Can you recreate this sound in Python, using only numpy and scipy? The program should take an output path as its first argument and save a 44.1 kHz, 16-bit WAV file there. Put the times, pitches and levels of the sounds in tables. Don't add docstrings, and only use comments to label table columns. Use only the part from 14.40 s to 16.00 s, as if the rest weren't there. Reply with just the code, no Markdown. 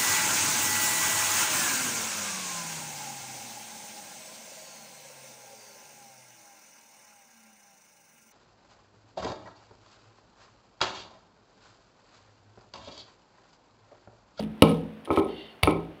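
import sys
import numpy as np
from scipy import signal
from scipy.io import wavfile
from scipy.ndimage import uniform_filter1d

SR = 44100
rng = np.random.default_rng(int(sys.argv[2]) if len(sys.argv) > 2 else 0)


def makeup_ratio(level_db):
    decades = np.asarray(level_db, float) / 20
    return 10 ** decades


def bounce(signal):
    frames = np.transpose(np.atleast_2d(signal))
    limited = np.clip(frames, -1, 1)
    pcm = np.round(limited * 32767).astype(np.int16)
    wavfile.write(sys.argv[1], SR, pcm)


N = 70560
LEAD = 22050
TOTAL = N + LEAD
SECONDS = (np.arange(TOTAL) - LEAD) / SR


def evened(x):
    return x / np.sqrt(np.mean(x ** 2) + 1e-20)


def read(points, hz):
    table_hz, value = np.transpose(points)
    return np.interp(np.log(hz + 1), np.log(table_hz + 1), value)


def add(mix, start_s, sound):
    part = mix[LEAD + round(start_s * SR):][:len(sound)]
    part += sound[:len(part)]


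def level(curve):
    time_s, level_db = np.transpose(curve)
    return makeup_ratio(np.interp(SECONDS, time_s, level_db))


def coloured(x, colour):
    log_gain = read(colour, abs(np.fft.fftfreq(4096, 1 / SR))) * np.log(10) / 20
    spectrum = np.exp(np.conj(signal.hilbert(log_gain)))
    taps = np.fft.ifft(spectrum).real[:2048]
    return signal.oaconvolve(x, taps / np.linalg.norm(taps))[:len(x)]


def waver(size):
    once = uniform_filter1d(rng.standard_normal(TOTAL), size)
    return evened(uniform_filter1d(once, size))


def grains(per_s, spread_db):
    size = makeup_ratio(spread_db * np.minimum(rng.exponential(1, TOTAL), 4))
    present = rng.random(TOTAL) < per_s / SR
    return evened(size * rng.standard_normal(TOTAL) * present)


def struck(hits, body):
    pushes = np.zeros(TOTAL)
    for start_s, level_db, contact_ms in hits:
        contact = contact_ms * SR / 1000
        u = np.arange(int(contact) + 2) / (contact + 1)
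        push = np.sin(np.pi * np.minimum(u, 1)) ** 2
        add(pushes, start_s, makeup_ratio(level_db) * push / push.sum())
    return signal.fftconvolve(pushes, body)[:TOTAL]


def ring(modes, gains):
    t = np.arange(SR) / SR
    out = 0
    for (pitch_hz, level_db, t60_s), gain in zip(modes, gains):
        out = out + gain * makeup_ratio(level_db - 60 * t / t60_s) * np.sin(2 * np.pi * pitch_hz * t)
    return out


def counter_body():
    # pitch_hz [Hz], level_db [dB], t60_s [s to fall 60 dB]
    modes = [(69.4, -1.5, 0.075), (104, -4.5, 0.14), (164.1, -5, 0.41), (215.93, -1.5, 0.43),
             (263.2, -0.5, 0.36), (280, 5.5, 0.08), (342, -11, 0.46), (449.3, -8.5, 0.33),
             (478.7, 0.5, 0.19)]
    split_hz, waver_db, swell_s = 90, 5, 0.37
    late = np.minimum(np.arange(SR) / SR / swell_s, 1)
    gains = []
    for pitch_hz, level_db, t60_s in modes:
        wander_db = waver_db * np.sqrt(late) * waver(size=900)[:SR]
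        gains.append(np.sign(pitch_hz - split_hz) * makeup_ratio(wander_db))
    deep = ring([(57.6, -20, 1.11)], [1])
    return ring(modes, gains) + np.sin(np.pi * late) * deep


def counter_thumps():
    # start_s [s], level_db [dB], contact_ms [ms]
    thumps = [(-.17, -12.5, 2.27), (.2222, -16, 0.92), (.705, -29.5, 4.24), (.775, -27.5, 3.5),
              (1.2305, -13.5, 8.2), (1.275, -29, 2.35)]
    return struck(thumps, counter_body())


def mortar_body(low_gain):
    # pitch_hz [Hz], level_db [dB], t60_s [s to fall 60 dB]
    modes = [(323.3, 8, 0.039), (391.5, -1.5, 0.13), (504, 6, 0.0092), (622.7, -13, 0.09),
             (730, -15, 0.057), (950.7, -14, 0.065), (1087, -5, 0.043), (1277, -3, 0.067),
             (2283, -0.5, 0.019)]
    split_hz, lowest_hz = 1000, 450
    gains = []
    for k, (pitch_hz, level_db, t60_s) in enumerate(modes):
        sign = (-1) ** k if pitch_hz < split_hz else -1
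        gains.append(sign * (low_gain if pitch_hz < lowest_hz else 1))
    return ring(modes, gains)


def mortar_strikes():
    # start_s [s], level_db [dB], contact_ms [ms]
    strikes = [(-.17, -6, 0.53), (.2228, -8.5, 0.41), (1.232, -14.5, 1)]
    return struck(strikes, mortar_body(0))


def tail():
    # pitch_hz [Hz], t60_s [s to fall 60 dB]
    decay = [(100, 0.68), (300, 0.55), (700, 0.49), (1500, 0.26), (3500, 0.35), (9000, 0.2)]
    delay_s, spacing = 0.006, 20
    taps = np.zeros(SR)
    slots = np.arange(int(delay_s * SR), SR - spacing, spacing)
    at = slots + rng.integers(0, spacing, len(slots))
    taps[at] = rng.choice([-1., 1.], len(slots))
    hz, t, bands = signal.stft(taps, SR, nperseg=512)
    fade = makeup_ratio(-60 * t / read(decay, hz)[:, None])
    out = signal.istft(bands * fade, SR, nperseg=512)[1]
    return out / np.linalg.norm(out)


def room(x):
    low_hz, turn_s = 162.7, 1.111
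    x = signal.sosfilt(signal.butter(2, low_hz, "high", fs=SR, output="sos"), x)
    turn = 2 * np.pi * np.arange(len(x)) / SR / turn_s
    first = signal.fftconvolve(x * np.sin(turn), tail())[:len(x)]
    second = signal.fftconvolve(x * np.cos(turn), tail())[:len(x)]
    return first + second


def crush():
    # time_s [s], level_db [dB]
    crush_level = [(0, -47), (.1, -69), (.22, -64), (.228, -50), (.3, -43.5), (.335, -48), (.42, -60.5),
                   (.647, -76), (.649, -48), (.657, -49), (.663, -60.5), (.7, -62), (.715, -48.5),
                   (.748, -49), (.766, -42), (.797, -40), (.81, -53.5), (.9, -62), (1.228, -73),
                   (1.238, -41), (1.305, -45), (1.325, -54), (1.4, -63), (1.6, -85)]
    # [dB per Hz, only its shape counts]
    colour = [(880, -19.5), (1810, 0), (1980, -1.5), (3580, 3), (4290, -8), (7360, -21.5), (9640, -9.5),
              (11800, -21), (15000, -17.5), (16400, -42.5)]
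    clump_db = 3.5
    bits = grains(per_s=6000, spread_db=2.5) * makeup_ratio(clump_db * waver(size=60))
    return level(crush_level) * coloured(evened(bits), colour)


def room_tone():
    # [dB per Hz, only its shape counts]
    colour = [(35, -70.5), (60, -14), (333, -6), (657, -5.5), (1130, -11), (2820, -17.5), (7200, -40.5),
              (14900, -41)]
    return makeup_ratio(-54) * coloured(rng.standard_normal(TOTAL), colour)


def cracks():
    # start_s [s], level_db [dB], length_ms [ms]
    splits = [(0.2219, -8, 3.5), (0.223, -21, 3), (0.236, -31, 5), (.315, -37.5, 5.2), (0.764, -48, 3.1),
              (1.2299, -23.5, 8.9), (1.2334, -11, 2.5), (1.239, -36.5, 11), (1.248, -41, 1.5),
              (1.3082, -31, 3.1)]
    # [dB per Hz, only its shape counts]
    colour = [(200, -15), (500, 0), (1100, -10), (1600, -24.5), (2200, -1.5), (3900, -7.5), (5000, -20),
              (7200, -37), (9900, -14), (13000, -28), (15500, -26)]
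    snap_db = 16
    bursts, snaps = np.zeros((2, TOTAL))
    for start_s, level_db, length_ms in splits:
        u = np.arange(2000) / SR * 1000 / length_ms
        add(bursts, start_s, makeup_ratio(level_db) * np.minimum(u / 0.51, 1) * np.exp(-u ** 2))
        add(snaps, start_s, makeup_ratio(np.array([level_db + snap_db])))
    return coloured(bursts * rng.standard_normal(TOTAL) - snaps, colour)


def ticks():
    # start_s [s], level_db [dB for each of the two tones]
    bits = [(0.2946, -39.5), (0.6494, -52.5), (0.7218, -54), (0.785, -57), (0.845, -53.5), (1.2541, -41),
            (1.2688, -38.5), (1.311, -48)]
    pitch_hz, t60_s, rise_s, spread = 9640, 0.05, 0.00041, 0.0058
    out, t = np.zeros(TOTAL), np.arange(3000) / SR
    for start_s, level_db in bits:
        pair = 0
        for detune in rng.standard_normal(2):
            pair = pair + np.sin(2 * np.pi * pitch_hz * (1 + spread * detune) * t)
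        fade = makeup_ratio(level_db - 60 * t / t60_s) * np.minimum(t / rise_s, 1)
        add(out, start_s, fade * pair)
    return out


def mortar_knocks():
    # start_s [s], level_db [dB], contact_ms [ms]
    knocks = [(.675, -31, 0.6), (.6925, -25.5, 1.45), (.7044, -15, 0.52), (.7737, -13, 0.54),
              (.8135, -21, 1.24), (1.2741, -11.5, 0.35), (1.313, -31.5, 0.74), (1.374, -36, 1.1)]
    rise_s = 0.012
    rise = np.sin(np.pi / 2 * np.minimum(np.arange(SR) / SR / rise_s, 1)) ** 2
    return struck(knocks, mortar_body(rise))


def drag():
    # time_s [s], level_db [dB]
    drag_level = [(.879, -85.5), (.884, -48.5), (.905, -47), (.945, -52), (.99, -46), (1.07, -51),
                  (1.13, -51.5), (1.146, -62)]
    # pitch_hz [Hz], width_hz [Hz for one of two passes], level_db [dB], fade_start_s [s]
    bands = [(2050, 250, -5, 1.09), (2820, 130, 1, 1.2), (3080, 160, -1, 1.09), (3560, 450, -2, 1.07),
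             (4380, 260, -9, 1.13)]
    fade_s, fade_depth_db, waver_db = 0.03, 10, 1
    grit = grains(per_s=9000, spread_db=1)
    out = 0
    for pitch_hz, width_hz, level_db, fade_start_s in bands:
        b, a = signal.iirpeak(pitch_hz, pitch_hz / width_hz, SR)
        tone = evened(signal.lfilter(b, a, signal.lfilter(b, a, grit)))
        fade_db = -fade_depth_db * np.clip((SECONDS - fade_start_s) / fade_s, 0, 1)
        out = out + makeup_ratio(level_db + fade_db + waver_db * waver(size=900)) * tone
    return out / 2 * level(drag_level)


def scene():
    hits = counter_thumps() + mortar_strikes() + mortar_knocks()
    food = cracks() + ticks()
    scrape = drag()
    wet = room(makeup_ratio(-5) * hits + makeup_ratio(-15) * (food + 2 * scrape))
    mix = hits + food + wet + crush() + scrape + room_tone()
    return mix[None, LEAD:]


def top_cut(x):
    return signal.sosfilt(signal.butter(12, 16520, fs=SR, output="sos"), x)


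def record(dry):
    low_hz, overload, edge_hz = 56.4, 0.95, 15900
    x = signal.sosfilt(signal.butter(4, low_hz, "high", fs=SR, output="sos"), dry)
    x = np.clip(x, -overload, overload)
    treble_cut = signal.firwin(255, edge_hz, window=("kaiser", 7), fs=SR)
    x = signal.oaconvolve(x, treble_cut[None], "same")
    return top_cut(x)


dry = scene()
out = record(dry)
bounce(out)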